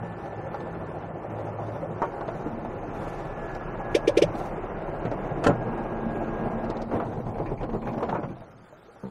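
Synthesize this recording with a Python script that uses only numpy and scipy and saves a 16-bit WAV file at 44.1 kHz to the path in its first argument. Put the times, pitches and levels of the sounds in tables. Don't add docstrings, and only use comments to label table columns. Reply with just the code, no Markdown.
import sys
import numpy as np
from scipy import signal
from scipy.fft import rfft, irfft
from scipy.io import wavfile
from scipy.ndimage import uniform_filter1d

SR = 44100
rng = np.random.default_rng(int(sys.argv[2]) if len(sys.argv) > 2 else 0)


def to_wav(s):
    ch = np.atleast_2d(s).T
    pcm = np.round(np.clip(ch, -1, 1) * 32767)
    wavfile.write(sys.argv[1], SR, pcm.astype(np.int16))


def decibels_to_gain(level_db):
    exponent = np.asarray(level_db, float) / 20
    return 10 ** exponent


N = 401310

# time in seconds, four-stroke cycles per second in Hz.
ENGINE_SPEED = [(0, 14.5), (.6, 14.2), (1.15, 14.15), (1.3, 13.55), (1.8, 13.5), (1.95, 13.3), (2.2, 9.4),
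                (2.45, 8.26), (6.85, 8.26), (7.1, 9.1), (7.5, 8.65), (7.8, 8.4), (8.1, 7.2), (8.45, 5.5)]
ROLL_HZ, IDLE_HZ = 13.3, 8.4
FUEL_CUT_S, STALL_S = 7.05, 7.87
START_TURN = .71
ENGINE_END_S = ENGINE_SPEED[-1][0]

# frequency in Hz, level in dB.
MOUNTS = [(15, -30), (20, -18), (25, -3), (33, 0), (42, -14), (52, -14)]
# time in seconds, lift in dB, width in seconds.
MOUNT_SWELL = [
    (.82, 6, 0.12),
    (2.5, -5.5, 0.45),
    (7.05, -5, 0.12),
    (7.62, 4.5, 0.19),
]
THUMP_ROLL_DB, THUMP_IDLE_DB, STALL_DROP_DB = -60, -42, -11
# frequency in Hz, level in dB.
FLOOR_PAN = [(50, -14), (58, -7), (67, -6), (80, -15), (92, -9), (99, 1), (109, 2), (116, -9), (127, -4),
             (158, -1), (168, 0), (182, -10), (230, -9), (400, -30)]
DRONE_ROLL_DB, DRONE_IDLE_DB = -45.5, -49.5
# start in seconds, end in seconds, lift in dB.
BUZZ = [
    (2.346, 2.845, 23.5),
    (5.473, 7, 27.5),
    (7, 7.448, 16.5),
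    (7.597, 8.26, 27.5),
]
BUZZ_REST_DB = -64.5

# frequency in Hz, level in dB per Hz.
CAB_COLOUR = [(35, -40), (60, -7), (189, -4), (224, -7.5), (395, -6.5), (683, -6), (1530, -19.5),
              (1670, -23), (1880, -24.5), (3600, -35.5), (4680, -62), (7920, -120)]
# frequency in Hz, width in Hz, lift in dB.
PANELS = [(114.6, 15, 5.5), (152.7, 56, 6.5), (226, 11, 7), (342, 76, 4), (585, 160, 2), (602, 28, -6),
          (813, 29, 5), (1372, 42, 3.5), (2570, 71, 0), (3326, 400, -17.5)]
# frequency in Hz, level in dB per Hz.
RUSTLE = [(3000, -10), (3500, 0), (4600, -4), (5400, -6), (6300, -2), (7500, -9), (10000, -10),
          (12500, -13), (15700, -13)]
# time in seconds, level in dB.
SHAKE = [(0, -38), (1.15, -36.5), (1.5, -36.5), (2.2, -36), (2.5, -35), (3.7, -35.5), (4.15, -32),
         (4.35, -33), (4.8, -34), (5.1, -32.5), (6.4, -31.5), (6.8, -32.5), (7.2, -38), (7.8, -38),
         (8.06, -36), (8.26, -43), (8.4, -50.5), (8.6, -62.5)]
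# time in seconds, lift in dB.
SHUDDER = [(6.87, -6), (6.955, 6), (7.03, 4), (7.15, 2), (7.285, 3.5), (7.405, 7), (7.52, 5), (7.57, -3),
           (7.635, 6), (7.755, 6), (7.81, -3), (7.885, 6), (7.98, 4), (8.038, 7), (8.09, 5), (8.14, 7),
           (8.17, 4), (8.2, 4), (8.25, 6), (8.32, 5), (8.37, 1), (8.425, 3), (8.48, 2)]
SLOW_ROCK_S, QUICK_ROCK_S = .022, .016
# time in seconds, lift in dB, width in seconds.
LURCH = [(0, 8.5, 0.049), (.4, 0, .1), (.83, 3, 0.086), (1.9, 2, 0.056), (2.13, -2, 0.064), (2.94, 4, 0.07),
         (4.23, 4, 0.034), (5.08, -1, .06), (5.3, 3, 0.14), (7.17, 7.5, 0.13), (7.58, 6, 0.17),
         (8.32, 10.5, 0.097), (8.6, 14, 0.1)]
# time in seconds, lift in dB, width in seconds.
BRUSH = [(.3, 1, .2), (1.4, 2, .22), (6.2, 1.5, .37), (1.8, 2.5, .08), (3.05, 8, .09), (3.25, 3.5, .08),
         (3.46, 3.5, .07), (4.05, 4, .066), (4.425, 11, .06), (5.08, 3, .1), (6.7, 1, .14)]
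# boom, panels and clatter levels in dB.
STILL_DB = [-59, -54.5, -60]
BOOM_RE_SHAKE_DB, COAST_CLATTER_RE_SHAKE_DB, CLOTH_DB = -5.5, -23, -66
CLATTER_DB, CLATTER_RISE_S, CLATTER_RISE_DB = -49, 2.88, 3.5
LUMP_ROLL, LUMP_IDLE, LUMP_COAST = .36, .04, .15
IDLE_BEAT_DEPTH, IDLE_BEAT_TURN = .2, .19

# time in seconds, pitch in Hz, level in dB.
WHINE = [(0, 1752, -55), (.6, 1752, -56), (1.2, 1751, -61), (2, 1750, -63), (3, 1737, -61),
         (3.3, 1732, -55), (3.47, 1697, -49.5), (3.72, 1683, -52), (4.05, 1676, -48), (4.3, 1663, -61),
         (4.7, 1645, -59), (5.4, 1637, -56), (5.6, 1634, -51), (6.0, 1631, -52), (6.35, 1630, -48.5),
         (6.75, 1630, -55)]
# start in seconds, end in
# seconds, pitch in Hz, level in dB.
HUM = [(0, .2, 112, -45), (0, .14, 172, -46), (.22, .49, 104, -47), (.58, .8, 167, -41.5),
       (.8, 1.15, 157, -46), (.7, 1.15, 99.5, -46.5), (1.28, 1.78, 108.5, -40.5), (1.78, 1.98, 164, -41),
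       (8.33, 8.42, 2030, -76), (8.54, 8.64, 2060, -77), (8.3, 9.1, 1637, -76), (8.3, 9.1, 1250, -73),
       (8.3, 9.1, 3749, -84)]
RUMBLE_DB, HISS_DB = -67, -89

# time in seconds, peak in dB, ring in Hz.
KNOCKS = [(.458, -23, 537), (.546, -21, 824), (.546, -30, 1380), (0.64, -23, 167), (1.589, -20.5, 800),
          (1.684, -29, 587), (1.757, -26, 627), (1.83, -19.5, 555), (2.283, -21, 680), (2.291, -15.5, 680),
          (2.464, -18, 311), (2.651, -24, 696), (4.35, -20, 243), (5.468, -9.5, 1372), (5.469, -5.5, 479),
          (5.777, -25, 610), (6.066, -14.5, 226), (6.463, -17, 234), (6.556, -18, 470), (6.641, -22, 654),
          (6.701, -17, 334), (6.757, -23, 223),
          (7.028, -18, 690), (7.122, -21, 485), (7.202, -24, 496), (7.404, -19, 502), (7.519, -16, 426),
           (7.633, -19, 512), (7.693, -21.5, 477), (7.749, -20, 480), (7.941, -24, 500), (7.978, -22, 581),
           (8.028, -16.5, 490), (8.128, -13.5, 900), (8.152, -21.5, 940), (8.189, -17, 310),
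           (8.26, -29, 170), (8.315, -34, 790), (8.37, -33, 700), (8.42, -31, 654), (8.478, -39, 590),
           (8.728, -32, 610), (8.888, -36.5, 474), (8.964, -39, 773)]
# time in seconds, peak in dB, ring in Hz.
TICKS = [(.544, -52, 4680), (.604, -50.5, 3600), (2.02, -51, 5960), (2.209, -51.5, 4200),
         (2.277, -53, 4160), (3.549, -48.5, 5020), (4.353, -49, 3760), (5.052, -51, 3820),
         (5.113, -51.5, 5200), (6.642, -56, 4050), (6.7, -46.5, 4870), (6.769, -47.5, 4060),
         (6.818, -47.5, 5000), (7.458, -60, 4340), (7.631, -49, 3000), (7.885, -58, 3630),
         (7.979, -54.5, 3970), (8.027, -66, 3600)]
KNOCK_T60_S = 0.078

# frequency in Hz, level in dB, time to fade by 60 dB in seconds.
TRAY = [(423, -18, .1), (746, -1.5, 0.048), (916, 2.5, 0.12), (1120, -2.5, 0.15), (1430, -13, 0.12),
        (1833, -9, 0.059)]
# time in seconds, peak in dB.
TRAY_HITS = [
    (0.546, -30),
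    (2.0185, -12.5),
    (2.025, -22),
    (2.029, -16),
    (2.035, -26),
    (2.209, -26),
    (8.128, -24),
]

# frequency in Hz, level in dB, time to fade by 60 dB in seconds.
BULKHEAD = [(555, -2, 0.099), (593, 6, 0.089), (654, -8, .05)]
# time in seconds, level in dB.
BULKHEAD_LEVEL = [(.55, -60), (.7, -47), (1.2, -46), (1.35, -41), (1.9, -41), (2.0, -60)]
BULKHEAD_LAG_S = .034

# time in seconds, peak in dB.
JOLTS = [(1.683, -26), (1.757, -25), (2.651, -25.5), (5.777, -27), (6.914, -21), (6.93, -27.5),
         (6.953, -35), (6.967, -24), (7.0, -22), (7.016, -28), (7.03, -28), (7.055, -33), (7.122, -27),
         (7.202, -32), (7.266, -27), (7.356, -26.5), (7.381, -29), (7.403, -32), (7.458, -23.5),
         (7.492, -26), (7.518, -31), (7.61, -24), (7.635, -33), (7.692, -31), (7.731, -29), (7.75, -29),
         (7.826, -26), (7.872, -21.5), (7.942, -22.5), (7.978, -25), (8.006, -23.5), (8.029, -17.5),
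         (8.086, -22), (8.093, -21), (8.15, -21), (8.235, -27)]
# frequency in Hz, level in dB per Hz.
JOLT_COLOUR = [(150, -13), (400, 2.5), (700, 5), (1100, -4), (1700, -14), (2500, -26), (3500, -33.5),
               (6000, -49)]
JOLT_RISE_S, JOLT_T60_S, JOLT_DB = .0006, .06, -2.5

# time in seconds, level in dB, centre in Hz, fall in dB per octave,
# scatter of the contacts in seconds.
BANGS = [(2.019, -16, 910, 15, 0.016), (2.024, -17.5, 620, 9.5, 0.024), (2.209, -21.5, 754, 14, 0.0096),
         (2.28, -25.5, 700, 5.5, 0.01), (5.051, -20.5, 125, 4.5, 0.028), (5.052, -18, 543, 7.5, 0.012),
         (5.115, -15.5, 500, 10, 0.0079), (5.441, -13.5, 1006, 9, 0.021), (5.468, -9, 544, 17, 0.012),
         (5.467, -19, 1400, 28, 0.0045), (5.463, -9, 310, 16, 0.0082), (5.48, -21, 270, 8, 0.0098),
         (5.489, -6, 318, 6, 0.026), (6.93, -18.5, 347, 20, 0.055), (6.998, -25.5, 900, 17, 0.015),
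         (8.089, -20.5, 834, 12, 0.022), (8.128, -20.5, 900, 18, 0.089), (8.232, -22, 600, 8, 0.021),
         (9.033, -32, 400, 8, 0.043)]
# frequency in Hz, level in dB, share of the fading time.
DASHBOARD = [(121, 1.5, 6.7), (167, 6, 1.3), (221, 2.5, 2.2), (310, 3.5, 1.23), (468, 14, 0.29),
             (581, 6, 1.6), (700, 7.5, 0.82), (992, 2, 0.76), (1298, 8.5, 0.97), (1452, 4, 1.8),
             (1770, -6, 2), (1850, -16, 0.89), (2735, -10, .5)]
BANG_T60_S = 0.08

# time in seconds, peak in dB, steel relative to body in dB.
PAWL = [
    (3.947, -3, -15),
    (4.075, -2, -18),
    (4.1702, -2, -17.5),
    (4.219, -1, -17.5),
]
# frequency in Hz, level in dB, time to fade by 60 dB in seconds.
PAWL_BODY = [(339, -6.5, 0.056), (426, 2.5, 0.012), (500, 8.5, 0.055)]
# frequency in Hz, level in dB per Hz.
PAWL_STEEL = [(1300, -14), (1800, -5.5), (2400, 3), (3300, -1), (4200, -9), (5000, -5), (6000, -5.5),
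              (7000, -17), (9000, -15), (12000, -27), (15500, -43)]
# delay in seconds, frequency in Hz,
# level in dB relative to the steel, time to fade by 60 dB in seconds.
PAWL_TIP = [(-.002, 2400, -2, 0.062), (-0.002, 2840, -2, 0.037), (-.002, 2200, -4, 0.027),
            (.001, 5900, -7.5, .04), (0.004, 3520, -5, 0.048), (.003, 1810, -7, 0.072)]
TUBE_LAG_S, TUBE_SWELL_S = 0.00954, 0.018

# frequency in Hz, level in dB, time to fade by 60 dB in seconds.
LINKAGE = [(1044, -3, 0.12), (1595, -2, 0.049), (1790, -5, 0.051), (2580, -11, 0.059), (2700, -13, 0.068),
           (3000, -10.5, 0.043), (3200, -19, 0.08), (4430, -11, 0.029), (5990, -28, 0.076),
           (6850, -24, .12), (7150, -20, .07), (8400, -26, .07)]
# time in seconds, ring in dB, rasp in dB, rasp's time to fade by 60 dB in seconds.
SLAPS = [
    (5.4393, -24, -32, .03),
    (5.4428, -22, -31, 0.052),
    (5.4636, -36, -36, .04),
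    (5.469, -12, -28.5, 0.049),
    (5.477, -34, -37, 0.065),
]
# frequency in Hz, level in dB, time to fade by 60 dB in seconds.
FLOOR_BOOM = [(112, -5, 0.33), (170, 1, .25), (224.6, 1, .3), (321, -2, 0.22), (372, -3, .15)]
LEVER_S, LEVER_BOOM_DB = 5.476, -15.5

# time in seconds, peak in dB, centre in Hz.
ODDS = [(7.06, -57, 2080), (7.127, -44, 1500), (7.204, -50, 1500), (7.264, -52, 1980), (6.913, -41.5, 1390),
        (7, -42, 1480), (7.381, -44, 1560), (7.418, -52, 1460), (7.46, -42, 1690), (7.524, -49, 1630),
        (7.609, -43.5, 1590), (7.635, -38, 1350), (7.696, -43.5, 1590), (7.734, -49, 1330),
        (7.817, -44, 1500), (7.854, -44, 1360), (7.872, -40, 1410), (7.929, -45, 1590), (7.98, -38.5, 1100),
        (8.028, -33, 1310), (8.045, -44, 1980), (8.059, -44, 1290), (8.0914, -32, 1310), (8.105, -52, 2100),
        (8.165, -47, 2070), (8.14, -41, 1330), (8.229, -45, 1930), (8.357, -59, 1550), (8.445, -65, 1630),
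        (8.51, -54, 1480)]
ODDS_T60_S = 0.071
# time in seconds, peak in dB.
CLIP = [(7.34, -49), (7.457, -42.5), (7.574, -43.5), (7.69, -59), (7.821, -45), (7.871, -42), (8.15, -41),
        (8.286, -49)]
CLIP_HZ, CLIP_T60_S = 2450, 0.2
# frequency in Hz, level in dB, time to fade by 60 dB in seconds.
SEAT = [(198, 3, 0.05), (447, 2, 0.024), (680, -24, 0.048), (900, -8, 0.043)]
SEAT_S, SEAT_STEP_S, SEAT_DB, SEAT_FADE_DB = 9.0365, 0.0155, -23, -1


def curve(table):
    s, *columns = np.transpose(table)
    return [np.interp(np.arange(N) / SR, s, c) for c in columns]


def shape(points, hz):
    f, db = np.transpose(points)
    return np.interp(np.log(np.maximum(hz, 1)), np.log(f), db)


def unit(x):
    return x / np.sqrt(np.mean(x ** 2))


def walk(rate, slew):
    k = int(SR / rate)
    held = np.repeat(rng.standard_normal(N // k + 1), k)[:N]
    return uniform_filter1d(held, max(int(k * slew), 1))


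def band(x, points):
    hz = np.arange(N // 2 + 1) * SR / N
    inside = (hz > points[0][0]) * (hz < points[-1][0])
    return irfft(rfft(x) * decibels_to_gain(shape(points, hz)) * inside, N)


def steady(x, db):
    return x / np.sqrt(uniform_filter1d(x ** 2, size=SR // 3) + 1e-12) * decibels_to_gain(db)


def step(s, width):
    return np.clip((np.arange(N) / SR - s) / width + .5, 0, 1)


def swells(rows):
    t = np.arange(N) / SR
    return sum(db * np.exp(-.5 * ((t - s) / width) ** 2) for s, db, width in rows)


def ring(modes, push, length_s=.3):
    t = np.arange(int(length_s * SR)) / SR
    tail = sum(decibels_to_gain(db) * np.exp(-np.log(1000) * t / t60) * np.sin(2 * np.pi * hz * t)
               for hz, db, t60 in modes)
    return signal.fftconvolve(tail, push)


def burst(colour_db, rise_s, t60, length_s=0.38):
    t = np.arange(int(length_s * SR)) / SR
    swell = (1 - np.exp(-t / rise_s)) ** 2
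    noise = rng.standard_normal(len(t)) * swell * np.exp(-np.log(1000) * t / t60)
    hz = np.arange(len(t) // 2 + 1) / length_s + 1
    return irfft(rfft(noise) * decibels_to_gain(colour_db(hz)), len(t))


def add(out, s, sound, peak_db):
    i = int(s * SR)
    sound = sound[:N - i]
    out[i:i + len(sound)] += sound * decibels_to_gain(peak_db) / np.max(np.abs(sound))


def idling():
    return np.clip((ROLL_HZ - curve(ENGINE_SPEED)[0]) / (ROLL_HZ - IDLE_HZ), 0, 1)


def engine_turns():
    return np.cumsum(curve(ENGINE_SPEED)[0]) / SR


def firings():
    turns = START_TURN + engine_turns()
    pulses = np.zeros(N)
    for lag, db in ((0, 0), (.25, -1.5)):
        at = np.flatnonzero(np.diff(np.floor(turns - lag)) > 0)
        pulses[at] = decibels_to_gain(db + .7 * rng.standard_normal(200)[:len(at)])
    return pulses


def mount_thump(pulses):
    level_db = THUMP_ROLL_DB + (THUMP_IDLE_DB - THUMP_ROLL_DB) * idling()
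    level_db = level_db + swells(MOUNT_SWELL) + STALL_DROP_DB * step(STALL_S, 0.24)
    low = steady(band(pulses, MOUNTS), level_db)
    upper = steady(band(pulses, [(43, 0.01), (57, 0.0)]), level_db - 21.0)
    return low + upper


def floor_drone(pulses):
    slow_idling = uniform_filter1d(idling(), size=SR // 2)
    drone_db = DRONE_ROLL_DB + (DRONE_IDLE_DB - DRONE_ROLL_DB) * slow_idling
    return steady(band(pulses, FLOOR_PAN), drone_db)


def panel_buzz(pulses):
    level_db = BUZZ_REST_DB + sum(db * (step(a, 0.25) - step(b, 0.32)) for a, b, db in BUZZ)
    sway_db = 2.2 * np.sin(2 * np.pi * engine_turns() + 1.0)
    kicks = pulses + 0.07 * rng.standard_normal(N)
    buzz = ring([(226, 4.5, 0.24), (245.0, -11.0, 0.13)], kicks, .5)[:N]
    return steady(buzz, level_db + sway_db)


def firing_gate(pulses):
    t = np.arange(SR // 6) / SR
    gate = signal.fftconvolve(pulses, (t / .012) ** 2 * np.exp(-t / 0.0096))[:N]
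    gate = gate / (uniform_filter1d(gate, size=SR // 3) + 1e-6)
    lump = LUMP_ROLL + (LUMP_IDLE - LUMP_ROLL) * idling()
    lump = lump + (LUMP_COAST - LUMP_IDLE) * step(FUEL_CUT_S, 0.12)
    gate = 1 + lump * (1 - step(ENGINE_END_S, 0.35)) * (gate - 1)
    beat = np.cos(4 * np.pi * (START_TURN + engine_turns() - IDLE_BEAT_TURN))
    return gate * (1 + IDLE_BEAT_DEPTH * idling() * (1 - step(FUEL_CUT_S, 0.68)) * beat)


def cab_gains():
    shake_db, cut = curve(SHAKE)[0], step(FUEL_CUT_S, 0.52)
    burn_db = CLATTER_DB + CLATTER_RISE_DB * step(CLATTER_RISE_S, 0.27)
    clatter_db = (1 - cut) * burn_db + cut * (shake_db + COAST_CLATTER_RE_SHAKE_DB)
    boom_db = shake_db + BOOM_RE_SHAKE_DB + swells(LURCH)
    engine = [boom_db, shake_db, clatter_db]
    gains = [np.hypot(decibels_to_gain(db), decibels_to_gain(still)) for db, still in zip(engine, STILL_DB)]
    cloth_db = CLOTH_DB + swells(BRUSH) * (0.67 + .2 * walk(37, 0.44))
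    return gains + [decibels_to_gain(cloth_db)]


def cab_noise(pulses):
    hz = np.arange(N // 2 + 1) * SR / N
    db = shape(CAB_COLOUR, hz)
    db = db + sum(lift / (1 + (2 * (hz - f) / width) ** 2) for f, width, lift in PANELS)
    white = rfft(rng.standard_normal(N))
    gate = firing_gate(pulses)
    rocks = [(s, lift, SLOW_ROCK_S if s < STALL_S + .05 else QUICK_ROCK_S) for s, lift in SHUDDER]
    rock = decibels_to_gain(swells(rocks))
    zones = np.zeros((4, N))
    jolt = walk(10, 0.84)
    for centre in 63 * 2 ** (np.arange(18) / 3):
        octaves = np.log2(np.maximum(hz, 1) / centre)
        window = np.cos(np.pi / 2 * np.clip(3 * octaves, -1, 1)) ** 2
        flicker_db = .55 * jolt + 1.2 * walk(14, .8)
        motion = gate ** .55 * rock ** 1.25 if centre > 900 else gate * rock
        zone = np.searchsorted([300, 1200], centre)
        zones[zone] += irfft(white * decibels_to_gain(db) * window, N) * decibels_to_gain(flicker_db) * motion
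    rustle = irfft(white * decibels_to_gain(shape(RUSTLE, hz)) * (hz > 3000), N)
    zones[3] = rustle * decibels_to_gain(1.2 * jolt) * gate ** .4 * rock ** .15
    return sum(unit(z) * gain for z, gain in zip(zones, cab_gains()))


def whine():
    hz, db = curve(WHINE)
    on = np.clip((WHINE[-1][0] - np.arange(N) / SR) / .05, 0, 1)
    level = np.sqrt(2) * on * decibels_to_gain(db - .5 + 2 * walk(25, .9))
    return level * np.sin(2 * np.pi * np.cumsum(hz + 4.5 * walk(18, .9)) / SR)


def hum():
    out = np.zeros(N)
    for a, b, hz, db in HUM:
        level = np.sqrt(2) * decibels_to_gain(db + 1.1 * walk(12, .9)) * (step(a, .1) - step(b, .1))
        pitch = hz * (1 + .008 * min(200 / hz, 1) * walk(6, .9))
        out += level * np.sin(2 * np.pi * np.cumsum(pitch) / SR)
    return out


def rumble():
    return unit(band(rng.standard_normal(N), [(12, -4.5), (30, 7.0), (70, 4.0)])) * decibels_to_gain(RUMBLE_DB)


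def knocks():
    out = np.zeros(N)
    t60 = KNOCK_T60_S
    for s, db, hz in KNOCKS:
        contact = (1 + .6 * rng.standard_normal(300)) * np.exp(-np.arange(300) / 4)
        push = np.convolve(contact, np.hanning(24))
        modes = [(hz, 0, t60), (1.41 * hz, -5, 0.37 * t60), (2.5 * hz, -17, 0.26 * t60)]
        add(out, s - .002, ring(modes, push), db - 3.5)
    return out


def ticks():
    out = np.zeros(N)
    for s, db, hz in TICKS:
        def colour(f):
            return -np.where(f > hz, 20, 5) * np.abs(np.log2(f / hz)) - 30 * (f < 500)
        add(out, s - .001, burst(colour, 0.00094, 0.052), db + 6.0)
    return out


def tin_tray():
    out = np.zeros(N)
    for s, db in TRAY_HITS:
        add(out, s, ring(TRAY, np.hanning(26)), db)
    return out


def bulkhead(pulses):
    push = np.r_[np.zeros(int(BULKHEAD_LAG_S * SR)), np.hanning(60)]
    rung = signal.fftconvolve(pulses, ring(BULKHEAD, push))[:N]
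    return steady(rung, curve(BULKHEAD_LEVEL)[0]) * (1 - step(BULKHEAD_LEVEL[-1][0], .05))


def jolts():
    out = np.zeros(N)
    for s, db in JOLTS:
        knock = burst(lambda hz: shape(JOLT_COLOUR, hz), JOLT_RISE_S, JOLT_T60_S)
        add(out, s - .001, knock, db + JOLT_DB)
    return out


def bangs():
    out = np.zeros(N)
    for s, db, centre_hz, fall_db, scatter in BANGS:
        def colour(hz):
            fall = fall_db * np.abs(np.log2(hz / centre_hz)) ** 1.3
            return -fall - 12 * np.maximum(np.log2(hz / min(4500, 5 * centre_hz)), 0)
        size, chance = rng.standard_normal((2, 4000))
        n = int(np.clip(scatter * SR, 50, 4000))
        push = (size * (np.abs(chance) > 2.2))[:n] * np.linspace(1, .3, n)
        push[0] = 3
        modes = [(hz, level + colour(hz), BANG_T60_S * share) for hz, level, share in DASHBOARD]
        add(out, s, ring(modes, np.convolve(push, np.hanning(34))), db - 1.5)
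        add(out, s - .002, burst(colour, scatter / 3, BANG_T60_S + scatter), db - 8)
    return out


def handbrake():
    out = np.zeros(N)
    for s, db, steel_db in PAWL:
        t = np.arange(int(0.013 * SR)) / SR
        thud = np.hanning(len(t)) * t ** 0.35 * np.sin(2 * np.pi * 390 * t)
        add(out, s - .002, ring(PAWL_BODY, thud), db - 5.0)
        t = np.arange(int(TUBE_SWELL_S * SR)) / SR
        swell = np.hanning(len(t)) * np.sin(2 * np.pi * 560 * t)
        add(out, s + TUBE_LAG_S, ring([(581, 0, 0.035), (500, -6, .03)], swell), db - 12.5)
        rasp = burst(lambda hz: shape(PAWL_STEEL, hz), 0.0032, 0.066)
        add(out, s + 0.00049, rasp, db + steel_db - 0.5)
        for lag, hz, tip_db, t60 in PAWL_TIP:
            scrape = rng.standard_normal(130) * np.hanning(130)
            add(out, s + lag, ring([(hz, 0, t60)], scrape), db + steel_db - 8.5 + tip_db)
    add(out, PAWL[-1][0] + 0.0214, ring([(167, -1.0, 0.2), (112, -16, 0.95)], np.hanning(200)), -21)
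    return out


def linkage():
    def colour(hz):
        above = 26 * np.maximum(np.log2(hz / 8500), 0)
        return -4.0 * np.log2(hz / 3000) - 30 * (hz < 2000) - above
    out = np.zeros(N)
    for s, ring_db, rasp_db, t60 in SLAPS:
        add(out, s, ring(LINKAGE, np.hanning(6)), ring_db)
        add(out, s - .001, burst(colour, 0.00067, t60), rasp_db)
    return out


def floor_boom():
    out = np.zeros(N)
    add(out, LEVER_S, ring(FLOOR_BOOM, np.hanning(90)), LEVER_BOOM_DB)
    return out


def glovebox_odds():
    out = np.zeros(N)
    for s, db, hz in ODDS:
        def colour(f):
            return -np.where(f > hz, 14, 30) * np.abs(np.log2(f / hz))
        add(out, s - .001, burst(colour, 0.0023, ODDS_T60_S), db)
    return out


def clip():
    def colour(f):
        return -np.where(f > CLIP_HZ, 90, 18) * np.abs(np.log2(f / CLIP_HZ))
    out = np.zeros(N)
    for s, db in CLIP:
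        add(out, s, burst(colour, 0.0015, CLIP_T60_S), db)
    return out


def seat():
    out = np.zeros(N)
    for k in range(4):
        add(out, SEAT_S + k * SEAT_STEP_S, ring(SEAT, np.hanning(40)), SEAT_DB + SEAT_FADE_DB * k ** 2.0)
    return out


def scene():
    running = np.clip((ENGINE_END_S - np.arange(N) / SR) / 0.041, 0, 1)
    pulses = firings()
    engine = running * (mount_thump(pulses) + floor_drone(pulses) + panel_buzz(pulses))
    engine = engine + cab_noise(pulses) + whine() + hum() + rumble() + bulkhead(pulses)
    no_bass = signal.butter(3, 95, "high", fs=SR, output="sos")
    hits = signal.sosfilt(no_bass, knocks() + ticks() + bangs() + handbrake() + seat())
    loose = tin_tray() + jolts() + linkage() + floor_boom() + glovebox_odds() + clip()
    return (engine + hits + loose)[None]


def fleck_treble(x, low_hz=3300):
    hz, t, z = signal.stft(x, SR, window="cosine", nperseg=1536, noverlap=768)
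    top_db = np.interp(t, [2.8, 3.6, 7], [12, 2, 0])
    a = int(low_hz / hz[1])
    while a < len(hz):
        b = a + min(int(a / 9), 22)
        db = 10 * np.log10(np.mean(np.abs(z[a:b]) ** 2, axis=0) + 1e-20)
        luck = np.convolve(rng.standard_normal(len(db)), [.92, .38], "same")
        bar_db = -.5 + 2.8 * np.log2(hz[a] / low_hz) + top_db * (hz[a] > 12700)
        z[a:b] *= np.where(db - np.median(db) + 5 * luck > bar_db, 1, decibels_to_gain(-28))
        a = b
    z[hz > 15750] = 0
    return signal.istft(z, SR, window="cosine", nperseg=1536, noverlap=768)[1][:N]


def band_limit(x):
    return signal.sosfilt(signal.butter(12, 15710, fs=SR, output="sos"), x)


def record(dry):
    hiss = unit(band(rng.standard_normal(N), [(2000, 0), (8000, -3), (15700, -6)])) * decibels_to_gain(HISS_DB)
    mix = (fleck_treble(dry[0]) + hiss)[None]
    return band_limit(mix)


dry = scene()
out = record(dry)
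to_wav(out)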